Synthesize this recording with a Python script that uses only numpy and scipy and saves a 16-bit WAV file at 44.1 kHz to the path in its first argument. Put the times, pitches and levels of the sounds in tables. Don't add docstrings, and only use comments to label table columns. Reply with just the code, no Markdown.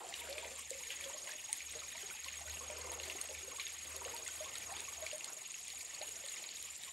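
import sys
import numpy as np
from scipy import signal
from scipy.fft import rfft, irfft, next_fast_len
from scipy.io import wavfile

SR = 44100
rng = np.random.default_rng(int(sys.argv[2]) if len(sys.argv) > 2 else 0)


def inscribe(sig):
    pcm = np.round(np.clip(np.atleast_2d(sig).T, -1, 1) * 32767)
    wavfile.write(sys.argv[1], SR, pcm.astype(np.int16))


def gain_from_db(level_db):
    decades = np.asarray(level_db, float) / 20
    return 10 ** decades


N = 305245
TIME = np.arange(N) / SR
TINY_EDGE_HZ = 1840

# (time [s], peak [dB], pitch [Hz])
PLINKS = [(0.1257, -37, 2090), (0.381, -31, 2440), (0.4458, -39.5, 2314), (0.8339, -40, 2180),
          (1.0091, -36.5, 2330), (1.0257, -39.5, 1860), (1.274, -37, 2030), (1.529, -37.5, 2180),
          (1.605, -35.5, 2270), (1.956, -38, 2250), (1.9788, -37.5, 2020), (2.1007, -38, 2320),
          (2.3389, -39, 1860), (2.7008, -36.5, 2400), (3.3489, -35.5, 2370), (3.597, -31, 2270),
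          (4.2632, -36, 2040), (4.7974, -39, 2547), (4.8855, -39.5, 2140), (5.065, -30, 2302),
          (5.5426, -36, 2660), (6.366, -37.5, 2170)]
# (time [s], peak [dB], pitch [Hz])
PLIPS = [(0.1407, -31, 2840), (0.3278, -33.5, 4200), (0.9047, -30, 2800), (1.041, -33, 3320),
         (2.244, -35.5, 4220), (2.284, -33.5, 2726), (2.9993, -31.5, 2750), (3.034, -35, 4100),
         (3.0988, -29, 2710), (3.2879, -39, 2760), (3.5973, -33, 4100), (3.6672, -30, 3560),
         (4.0499, -35.5, 2770), (4.165, -35.5, 4460), (4.556, -33, 3830), (4.7664, -34.5, 3490),
         (5.026, -38, 3593), (5.1138, -33.5, 2762), (5.2083, -33.5, 2690), (5.2433, -34, 4240),
         (5.672, -38, 3490), (5.702, -35.5, 4200), (6.0157, -33, 4120), (6.2852, -33.5, 3930),
         (6.4402, -35.5, 4084), (6.49, -35, 4330), (6.8353, -35, 3700)]


def in_time(rows):
    s, *columns = np.transpose(rows)
    return [np.interp(TIME, s, c) for c in columns]


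def at_hz(points, hz):
    knots_hz, db = np.array(points).T[:2]
    return np.interp(np.log(hz), np.log(knots_hz), db)


def rms_one(x):
    return x / np.sqrt(np.mean(x ** 2) + 1e-20)


def band(x, low_hz, high_hz):
    return signal.sosfilt(signal.butter(2, [low_hz, high_hz], "band", fs=SR, output="sos"), x)


def above(x, edge_hz):
    return signal.sosfilt(signal.butter(6, edge_hz, "high", fs=SR, output="sos"), x)


def drift(rate_hz):
    r = np.exp(-64 * np.pi * rate_hz / SR)
    coarse = rng.standard_normal(N // 32 + 2001)
    slow = signal.lfilter([1], [1, -2 * r, r * r], coarse)[2000:]
    return np.repeat(rms_one(slow), 32)[:N]


def swells(s, peak_db, rise_db_per_s, fall_db_per_s):
    after = TIME[::64] - s[:, None]
    slope_db = np.minimum(rise_db_per_s * after, -fall_db_per_s * after)
    return gain_from_db(peak_db[:, None] + slope_db) ** 2


def wavering_tone(hz, db):
    return np.sqrt(2) * gain_from_db(db + 2.6 * drift(23.0)) * np.sin(2 * np.pi * np.cumsum(hz) / SR)


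def ring(clicks, hz, cycles):
    r, w = gain_from_db(-60 * hz / (cycles * SR)), 2 * np.pi * hz / SR
    return signal.lfilter([0, np.sin(w)], [1, -2 * r * np.cos(w), r * r], clicks + 1e-18)


def bubbles(pitches, strength_db, per_s, cycles, spread_db, clump_db):
    clumps = gain_from_db(clump_db * (drift(20.0) + 0.8 * drift(6.0)))
    born = np.flatnonzero(rng.random(N) < per_s * clumps / SR)
    chance = rng.random((len(born), 3))
    spreads = np.minimum(-np.log(chance[:, 0]), 1.5)
    sizes = gain_from_db(spread_db * spreads) * np.sign(chance[:, 1] - .5)
    dealt = (chance[:, 2] * len(pitches)).astype(int)
    out = 0
    for k, hz in enumerate(pitches):
        clicks, mine = np.zeros(N), born[dealt == k]
        clicks[mine] = sizes[dealt == k] * gain_from_db(strength_db(hz, mine))
        out = out + ring(clicks, hz, cycles)
    return rms_one(out)


def add(out, s, peak_db, hz, cycles, rise, attack_cycles, pan_db=0):
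    cycles = max(cycles, 2)
    turn = np.arange(int(cycles * SR / hz)) * hz / SR
    shape = (1 - np.exp(-turn / attack_cycles)) * gain_from_db(-60 * turn / cycles)
    sweep = np.sin(2 * np.pi * turn * (1 - 2 * rise + rise * turn / 2))
    wave = gain_from_db(peak_db) * shape / shape.max() * sweep
    at = round(s * SR)
    out[:, at:at + len(wave)] += gain_from_db(np.array([[pan_db / 2], [-pan_db / 2]])) * wave[:N - at]


def trickle(hiss_db, stir_db, patchy_db):
    # (frequency [Hz], density [dB per Hz])
    colour = [(35, -35), (60, -9), (180, -11), (600, -8.5), (1150, -5), (1300, -10), (1750, -5.5),
              (2200, -1), (3800, -7.5), (5600, -8.5), (8000, -8.5), (10300, -6), (12300, -25.5),
              (15500, -17.5)]
    # (frequency [Hz], likeness [0-1])
    likeness = [(60, 0.9), (150, 0.85), (400, 1), (1300, 0.62), (2000, 0.8)]
    out, fine, together = np.zeros((2, N)), np.zeros(N), drift(12.0)
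    edges = 35 * 2 ** np.arange(0, 8.9, .4)
    white = rng.standard_normal((2, 2, N))
    for k, (low, high) in enumerate(zip(edges, edges[1:])):
        hz = np.sqrt(low * high)
        stirred = stir_db * np.interp(hz, [100, 300, 1400, 2200], [0.22, 0.38, 0.52, 0.012])
        gain = gain_from_db(at_hz(colour, hz) + stirred + patchy_db * (0.28 * together + drift(37.0)))
        if high > 2200:
            fine += gain * band(white[k % 2, 0], low, high)
            continue
        mid, side = gain * band(white[k % 2], low, high)
        alike = np.clip(at_hz(likeness, hz), 0, 1)
        out += np.sqrt((1 + alike) / 2) * mid + np.sqrt((1 - alike) / 2) * side * [[1], [-1]]
    out += above(fine, TINY_EDGE_HZ)
    return gain_from_db(hiss_db - 5.5) * out / np.std(band(out[0], 1700, 5000))


def spray(settle_s):
    s, peak_db = np.transpose(PLINKS + PLIPS)[:2]
    thrown = np.zeros(N)
    thrown[(s * SR).astype(int)] = gain_from_db(peak_db + 36)
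    return signal.lfilter([1], [1, -np.exp(-1 / (settle_s * SR))], thrown + 1e-18)


def fizz(fizz_db):
    # (pitch [Hz], level [dB])
    strength = [(1200, -4), (2300, 0.5), (4000, 1), (5600, -5), (8800, -3), (10500, 5), (12500, 4.5)]
    small = bubbles(np.geomspace(1300, 12500, 48), lambda hz, at: at_hz(strength, hz),
                    per_s=650 * (1 + 3.0 * spray(settle_s=.025)), cycles=39, spread_db=8.5, clump_db=3.0)
    mist = bubbles(np.geomspace(7600, 11500, 12), lambda hz, at: 0,
                   per_s=130, cycles=41, spread_db=3.0, clump_db=3.5)
    crackle = bubbles([3600], lambda hz, at: 0,
                      per_s=45 * (1 + 3 * spray(settle_s=.04)), cycles=2.9, spread_db=8.5, clump_db=4.0)
    return gain_from_db(fizz_db - 2.0) * small + gain_from_db(-61.5) * mist + gain_from_db(-64) * crackle


def drops():
    # (time [s], peak [dB], pitch [Hz])
    ticks = [(0.7056, -31, 7600), (1.5287, -26, 8930), (1.714, -42, 8600), (2.918, -37, 8900),
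             (3.214, -29, 9570), (3.159, -43, 7310), (3.9644, -34, 10950), (4.2784, -33, 7320),
             (4.583, -37, 8870), (4.724, -38, 8860), (4.8052, -35, 8900), (5.1817, -37.5, 8890),
             (5.245, -36, 7200), (5.5184, -39, 8900), (5.681, -37.5, 8860), (5.7483, -42, 8700),
             (6.092, -39, 8960), (6.262, -36.5, 8800), (6.6266, -36, 10810), (6.835, -40.5, 8300)]
    # (time [s], peak [dB], pitch [Hz])
    drips = [(0.1391, -48.5, 2400), (0.141, -45, 5776.0), (0.139, -41, 3820), (0.1984, -42, 3500),
             (0.2187, -44.5, 2200), (0.3261, -47, 5260), (0.3834, -40.5, 3500), (0.4764, -47, 1930),
             (0.7315, -45.5, 2180), (0.9073, -46, 3330), (1.2188, -44, 5950), (1.2734, -44, 2869.0),
             (1.3189, -43, 5600), (1.3827, -48, 3520), (1.604, -51, 2720), (1.792, -42, 3965),
             (1.9264, -46, 1810), (2.2854, -45, 2440), (2.3388, -43.5, 2416), (2.4813, -44.5, 1920),
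             (2.4976, -45, 4060), (2.571, -44, 2718.0), (2.77, -43, 5125), (2.8133, -44, 4260),
             (2.999, -44, 3455), (3.0353, -48, 2060), (3.1218, -43, 2540), (3.1824, -47, 2050),
             (3.1887, -45, 2750), (3.3769, -47, 2310), (3.5998, -38, 3935), (3.6149, -44, 2956),
             (3.6745, -44, 4850), (3.69, -45, 2252), (4.4448, -42.5, 3400), (4.4915, -45, 2130),
             (4.5535, -47, 3235.0), (4.562, -45, 4200), (4.623, -44, 2336.0), (4.738, -44, 2320.0),
             (4.8511, -43, 2630), (5.0644, -45.5, 4464), (5.244, -52, 3400), (5.7769, -46, 2370),
             (5.8084, -45, 2304.0), (5.949, -40.5, 4360), (6.0777, -46, 2888), (6.3614, -43, 5297.0),
             (6.5697, -42.7, 3730),
             (0.9717, -48, 1990), (1.0944, -53, 2950), (1.3189, -45, 1840), (1.3344, -46.5, 2350),
               (1.735, -48, 2040), (1.8352, -46, 2280), (1.8816, -51, 2020), (2.0293, -45.5, 2970),
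               (5.906, -49, 1940)]
    # (time [s], peak [dB], pitch [Hz])
    specks = [(0.0897, -43, 7550), (0.0964, -45, 9103.0), (0.2978, -42, 11331.0), (0.3877, -43, 8600),
              (0.5549, -46, 8700), (0.56, -43.5, 7450), (0.5947, -42.5, 8400), (0.6971, -47, 9000),
              (1.0094, -41, 10900), (1.337, -45, 8650), (1.459, -42.5, 8850), (1.5727, -42, 11288.0),
              (1.6985, -45.3, 11374.0), (1.725, -43.5, 8820), (2.357, -44, 7700), (2.396, -45, 8866.0),
              (2.4973, -45, 11256.0), (2.6678, -46, 8690), (2.711, -41, 8700), (2.9184, -40, 10900),
              (3.222, -41, 8680), (3.2403, -41, 11300), (3.275, -43.7, 8540), (3.572, -43.9, 8500),
              (3.6793, -44.7, 11358.0), (3.7209, -43, 7530), (4.043, -43.5, 8839.0), (4.1474, -40, 11440),
              (4.164, -48, 8700), (4.2522, -46, 8694.0), (4.2785, -44, 9300), (4.338, -43.5, 7370),
              (4.5543, -41, 7820), (4.584, -41, 10900), (4.7666, -46, 8746), (4.804, -48, 8360),
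              (4.8865, -44.6, 11100), (5.0076, -43, 11164.0), (5.0637, -45, 11019.0), (5.1314, -43, 9000),
              (5.1385, -43, 9011.0), (5.1582, -46, 9100), (5.2443, -41, 8700), (5.3039, -43, 11100),
              (5.333, -39, 10730), (5.4762, -44, 11100), (5.543, -48, 7811.0), (5.7774, -43.9, 9566.0),
              (5.7909, -44, 10700), (5.849, -46, 8500), (6.1222, -44, 11500), (6.2117, -47, 11230),
              (6.3224, -43.8, 8800), (6.5729, -47, 7746.0), (6.6256, -48, 8700), (6.7633, -43, 7504.0),
              (6.8474, -44, 8500)]
    out = np.zeros((2, N))
    for falls, crack_db in ((PLINKS, -10), (PLIPS, -10.5)):
        for s, peak_db, hz in falls:
            add(out, s, peak_db - 3.0, hz, 30., rise=0.0051, attack_cycles=0.86)
            for crack_hz in (2320, 3070, 4100, 6200):
                add(out, s, peak_db + crack_db, crack_hz, 12., rise=0, attack_cycles=0.84)
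    for s, peak_db, hz in ticks:
        add(out, s, peak_db + 0.5, hz, 46., rise=0.00086, attack_cycles=3.7)
        for crack_hz in (4200, 6360, 9570, 10400, 13400):
            add(out, s, peak_db - 7.5, crack_hz, 22., rise=0, attack_cycles=0.99)
    for s, peak_db, hz in drips:
        add(out, s, peak_db + 3.0, hz, 34, rise=0.0041, attack_cycles=1.4)
    for s, peak_db, hz in specks:
        add(out, s, peak_db + 3.5, hz, 89, rise=0.00024, attack_cycles=0.92)
        add(out, s, peak_db - 4, hz * 0.63, 14., rise=0, attack_cycles=0.4)
    return out


def air_pockets():
    # (time [s], peak [dB], pitch [Hz], ring [cycles])
    gurgles = [(0.289, -41.5, 534, 290), (0.712, -36.5, 517, 24), (0.749, -46.5, 528, 59),
               (0.865, -63, 446, 31), (0.905, -50, 534, 35), (1.058, -43, 529, 160),
               (1.146, -42.5, 587, 31), (1.238, -47, 574, 36), (1.275, -52, 590, 40),
               (1.751, -43.5, 453, 33), (1.755, -46, 595, 60), (2.032, -46, 409.6, 27),
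               (2.411, -46, 687, 35), (2.698, -40.5, 581, 92), (2.845, -43, 513, 36), (2.892, -44, 502, 47),
               (3.076, -48.5, 376, 35.3), (3.15, -42.5, 374, 13), (3.292, -44, 595, 47),
               (3.479, -45, 502, 17.4), (4.018, -38.5, 959, 28), (4.056, -39, 494, 31),
               (4.405, -37, 608, 62), (5.023, -38, 622, 71), (5.129, -36.5, 592, 56),
               (6.012, -37, 595, 24.4), (6.239, -45, 562, 36)]
    # (time [s], peak [dB], pitch [Hz])
    blips = [(0.017, -47, 840), (0.212, -47, 927), (0.427, -45, 930), (1.33, -52, 588), (1.492, -44, 840),
             (2.608, -51, 487), (2.266, -55, 553), (2.702, -48, 920), (4.715, -42.5, 767),
             (2.26, -46.5, 1027), (2.608, -44, 1073), (2.781, -46.5, 972), (3.584, -42.5, 1100),
             (4.137, -40, 896), (4.457, -43, 1068), (4.691, -47, 1007), (6.878, -50, 1027)]
    # (time [s], peak [dB], pitch [Hz])
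    burbles = [(0.0876, -47, 670), (0.1404, -51, 1120), (0.2358, -48, 660), (0.4392, -47, 607),
               (0.5109, -49, 519), (1.2684, -55, 1000), (1.9496, -49.5, 930), (1.9511, -50, 646),
               (2.1494, -49, 858), (2.4067, -51, 784), (2.4547, -50.5, 604), (2.4759, -45, 1469),
               (3.3109, -48.5, 847), (3.4275, -52, 376), (3.5163, -47, 1080), (4.114, -48, 475),
               (4.192, -48, 617), (4.982, -50, 670), (4.5516, -46, 1330), (4.6911, -47, 667),
               (4.7746, -53, 403), (4.8804, -43.5, 1105), (5.3676, -51.5, 623), (6.0848, -52.5, 429),
               (6.1618, -53, 650),
               (2.043, -53, 754), (2.999, -48, 534), (3.077, -49, 634), (3.154, -48, 733), (3.179, -52, 1110),
             (3.304, -48, 515), (5.606, -59, 713), (5.733, -54, 774), (5.824, -57, 990)]
    # (time [s], peak [dB], pitch [Hz])
    plops = [
        (0.805, -58, 858),
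        (1.097, -51.5, 900),
        (6.02, -51, 750),
    ]
    # (time [s], peak [dB], pitch [Hz])
    chirps = [(0.044, -45.5, 724), (0.11, -49, 760), (0.587, -50, 1073), (1.163, -51, 1060),
              (1.276, -50, 997), (1.292, -43.5, 1640), (1.819, -48.5, 1256), (2.11, -45.5, 1422),
              (4.286, -45, 1440), (2.873, -48.5, 980), (2.926, -48, 919), (3.543, -53.5, 894),
              (4.704, -46, 1790), (4.719, -54, 890), (4.82, -53, 936)]
    out = np.zeros((2, N))
    ringing = gurgles + [(*b, 88) for b in blips] + [(*b, 60) for b in burbles]
    for s, peak_db, hz, cycles in ringing:
        pan_db = -3 * np.log2(hz / 480)
        add(out, s, peak_db - 3.5, hz, cycles, rise=0.00344, attack_cycles=1.13, pan_db=pan_db)
    for s, peak_db, hz in plops:
        add(out, s, peak_db + 4.0, hz, 64, rise=0.02, attack_cycles=1.3, pan_db=-3)
    for s, peak_db, hz in chirps:
        add(out, s, peak_db + 0.5, hz, 60., rise=0.0064, attack_cycles=0.28, pan_db=-5.5)
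    return out


def glug():
    # (time [s], pitch [Hz], level [dB])
    note = [(0.7, 520, -65), (0.712, 517, -56), (0.846, 497, -62), (0.868, 432, -54), (0.94, 576.6, -73),
            (1.036, 564, -55), (1.338, 575, -71), (1.354, 670, -66), (1.38, 560, -73)]
    sounding = (TIME > note[0][0]) * (TIME < note[-1][0])
    return gain_from_db(-6.5 + 4.5 * drift(29.9)) * wavering_tone(*in_time(note)) * sounding


def paddling():
    # (time [s], slosh [dB], pitch of the air pockets stirred [Hz])
    kicks = [(0.0, -48, 750), (.3, -54.5, 530), (.43, -52.5, 590), (.85, -68.5, 527), (1.1, -58.5, 593),
             (1.27, -61.5, 620), (1.54, -68, 875), (1.82, -62.5, 607), (2.08, -62, 820), (2.38, -65, 870),
             (2.68, -55, 746), (2.82, -54, 584), (2.95, -50.5, 525), (3.1, -55, 466.7), (3.23, -54, 457),
             (3.36, -66, 444), (3.5, -58.5, 478), (3.922, -65, 638), (4.07, -50.5, 539.4), (4.2, -59, 684),
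             (4.48, -56.5, 780), (4.76, -55, 716), (5.04, -60, 767), (5.3, -56.5, 830), (6.02, -61.5, 654),
             (6.22, -62.5, 610), (6.44, -61.5, 564), (6.881, -71, 647)]
    s, peak_db, hz = np.transpose(kicks)
    power = swells(s, peak_db, rise_db_per_s=67, fall_db_per_s=110)
    total = power.sum(axis=0)
    slosh_db = 10 * np.log10(total + gain_from_db(2 * -75))
    return np.repeat([slosh_db, hz @ power / total], 64, axis=1)[:, :N]


def slosh(slosh_db, pocket_hz):
    churn = bubbles(np.geomspace(340, 1250, 30), lambda hz, at: -8 * np.abs(np.log2(hz / pocket_hz[at])),
                    per_s=300, cycles=49, spread_db=5.5, clump_db=2.5)
    return gain_from_db(slosh_db - 3.0) * band(churn, 290, 2400)


def bill_snap():
    # (time [s], peak [dB], decay by 60 dB [s])
    s, peak_db, t60 = (1.5288, -21, 0.02)
    after = TIME - s
    decay = gain_from_db(peak_db - 60 * np.abs(after) / t60) * (after > 0)
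    return decay * band(rng.standard_normal(N), 7700, 10000)


def rock_echo(x, wet_db, dull_hz):
    dull = signal.sosfilt(signal.butter(2, dull_hz, fs=SR, output="sos"), x)
    lags = (np.sort(rng.uniform(0.00398, .06, 12)) * SR).astype(int)
    out = np.zeros((2, N))
    for k, lag in enumerate(lags):
        lean_db = np.roll([[0], [-4.]], k)
        out[:, lag:] += gain_from_db(wet_db - 250 * lag / SR + lean_db) * dull[:-lag] * rng.choice([-1, 1])
    return out


def cricket(beat, voice, wobble_db):
    # (time from the top [ms], loudness [0-1], pitch offset [Hz])
    wing = [
        (-11, 0.05, -91),
        (-7.0, 0.6, -70),
        (-1, 0.75, -9.5),
        (2.5, 0.87, -35.5),
        (2.5, 1, -120),
        (5.5, 0.05, -230),
    ]
    s, number = np.transpose(beat)
    count = np.interp(TIME, s, number, left=number[0] - .5, right=number[-1] + .5)
    stroke = np.clip(np.round(count), number[0], number[-1])
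    index = (stroke - number[0]).astype(int)
    chance = rng.standard_normal((index.max() + 1, 3))[index]
    ms = 1000 * (TIME - np.interp(stroke, number, s)) + .5 * chance[:, 0]
    knots, loudness, offset_hz = np.transpose(wing)
    hz, peak_db = in_time(voice)
    phase = 2 * np.pi * np.cumsum(hz + np.interp(ms, knots, offset_hz) + 5 * chance[:, 1]) / SR
    swell = np.interp(ms, knots, loudness, left=0, right=0)
    song = gain_from_db(peak_db + wobble_db * chance[:, 2]) * swell * np.sin(phase)
    return song + gain_from_db(-13.0) * np.roll(song, round(.0085 * SR))


def near_cricket():
    # (time [s], wing stroke number)
    beat = [(0.3036, -9), (0.7023, 0), (1.3614, 15), (2.6862, 45), (4.0111, 75), (5.3309, 105),
            (6.6475, 135)]
    # (time [s], pitch [Hz], peak [dB])
    voice = [(.3, 6270, -69), (.4, 6410, -66), (0.48, 6470, -49), (.57, 6556, -54), (.66, 6626, -47),
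             (0.703, 6713, -43.5), (3.5, 6680, -42.5), (6.66, 6750, -43.5)]
    return cricket(beat, voice, wobble_db=1.43)


def far_cricket():
    # (time [s], wing stroke number)
    bouts = [
        [(.048, 0), (1.285, 26)],
        [(5.042, 0), (6.898, 39)],
    ]
    # (time [s], pitch [Hz], peak [dB])
    voice = [(0, 7120, -49), (1.3, 7100, -46), (5.0, 7070, -42), (5.4, 7090, -48.5), (6.92, 7140, -41)]
    return sum(cricket(b, voice, wobble_db=2.0) for b in bouts) * gain_from_db(-6 + 2.5 * drift(90.0))


def chorus():
    # (frequency [Hz], width [Hz], level [dB])
    singers = [
        (6850, 250, -74),
        (7197, 500, -60),
    ]
    out = 0
    for hz, width, db in singers:
        throng = rms_one(band(rng.standard_normal(N), hz - width / 2, hz + width / 2))
        out = out + gain_from_db(db + 1.5 * drift(28.0)) * throng
    return out


def distant_motor():
    # (time [s], level [dB])
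    hum = [(.33, -62), (.65, -70), (1.001, -69.5), (1.76, -66), (2.5, -57), (2.87, -56), (3.4, -64.5),
           (3.93, -62), (4.42, -68.5), (4.76, -66), (5.0, -68), (5.1, -75), (5.75, -60), (6.12, -62),
           (6.65, -60.5), (6.9, -69)]
    # (time [s], pitch [Hz])
    hum_pitch = [(0, 73.0), (1.5, 73.1), (2.1, 74.4), (2.9, 76.66), (6.92, 76.07)]
    # (time [s], pitch [Hz], level [dB])
    whine = [
        (4.25, 95.7, -94),
        (4.6, 109, -73),
        (4.9, 103, -80),
    ]
    total = swells(*np.transpose(hum), rise_db_per_s=53, fall_db_per_s=38.5).sum(axis=0)
    total = total + gain_from_db(2 * -92)
    hum_db = np.interp(TIME, TIME[::64], 10 * np.log10(total)) - 13.5 * (TIME > 5.12)
    return wavering_tone(*in_time(hum_pitch), hum_db) + wavering_tone(*in_time(whine)) * (TIME < 4.9)


def scene():
    # (time [s], hiss [dB], fizz [dB])
    flow = [
        (0, -52, -54),
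        (1.5, -51, -53),
        (3.6, -52, -53.5),
        (4.5, -50, -51.5),
        (5.25, -52, -57.5),
        (5.6, -52.5, -59),
        (6.0, -51, -53.5),
        (6.92, -51.5, -56),
    ]
    hiss_db, fizz_db = in_time(flow)
    slosh_db, pocket_hz = paddling()
    fine = above(fizz(fizz_db) + drops() + bill_snap(), TINY_EDGE_HZ)
    water = fine + air_pockets() + glug() + slosh(slosh_db, pocket_hz)
    echo = rock_echo(water.mean(axis=0), wet_db=-11.5, dull_hz=5000)
    bed = trickle(hiss_db, slosh_db - slosh_db.mean(), patchy_db=3.5)
    insects = near_cricket() + far_cricket() + chorus()
    return water + echo + bed + insects + distant_motor()


def starve(mid, side):
    # (frequency [Hz], sum [dB], difference [dB])
    floor = [(0, -90, -90), (1880, -90, -90), (1960, -90, -7), (2600, -90, -5), (5000, -90, -8),
             (8750, -90, -7), (8900, -90, -24), (9500, -16, -24), (11800, -22, -22), (13300, -13.5, -23),
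             (14500, -24, -24), (22050, -24, -24)]
    hz, _, spectra = signal.stft([mid, side], SR, nperseg=1024)
    power = np.abs(spectra[:, :512]) ** 2
    power = np.repeat(power.reshape(2, 64, 8, -1).mean(axis=2), 8, axis=1)
    edges, *limits_db = np.transpose(floor)
    near_9k = power[0, 200:208].mean()
    limit = np.array([gain_from_db(2 * np.interp(hz[:512], edges, db)) for db in limits_db]) * near_9k
    spectra[:, :512] *= power > limit[:, :, None]
    return signal.istft(spectra, SR, nperseg=1024)[1][:, :N]


def top_cut(x):
    return signal.sosfilt(signal.butter(12, 16470, fs=SR, output="sos"), x)


def record(dry):
    # (frequency [Hz], phase [rad])
    port_lead = [(0, 0), (430, -.62), (1460, -1.05), (2150, -.33), (8700, -.22), (9130, -1.2),
                 (9730, -2.25), (10130, -2.75), (10280, -3.14), (10430, -3.55), (10700, -3.9),
                 (11700, -5.9), (12200, -5.7), (22050, -5.5)]
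    # (frequency [Hz], gain [dB])
    top = [(0, -0.5), (11000, 1.5), (12000, -5.5), (13000, -6), (13300, -22), (14400, -25), (14550, -9),
           (15700, 4), (15850, -64), (22050, -60)]
    size = next_fast_len(N + 4096)
    hz = np.fft.rfftfreq(size, 1 / SR)
    turn = np.exp(.5j * np.interp(hz, *np.transpose(port_lead)) * np.array([[1], [-1]]))
    gain = gain_from_db(np.interp(hz, *np.transpose(top)))
    left, right = irfft(rfft(dry, size) * turn * gain, size)[:, :N]
    mid, side = starve((left + right) / 2, (left - right) / 2)
    return top_cut(np.array([mid + side, mid - side]))


dry = scene()
out = record(dry)
inscribe(out)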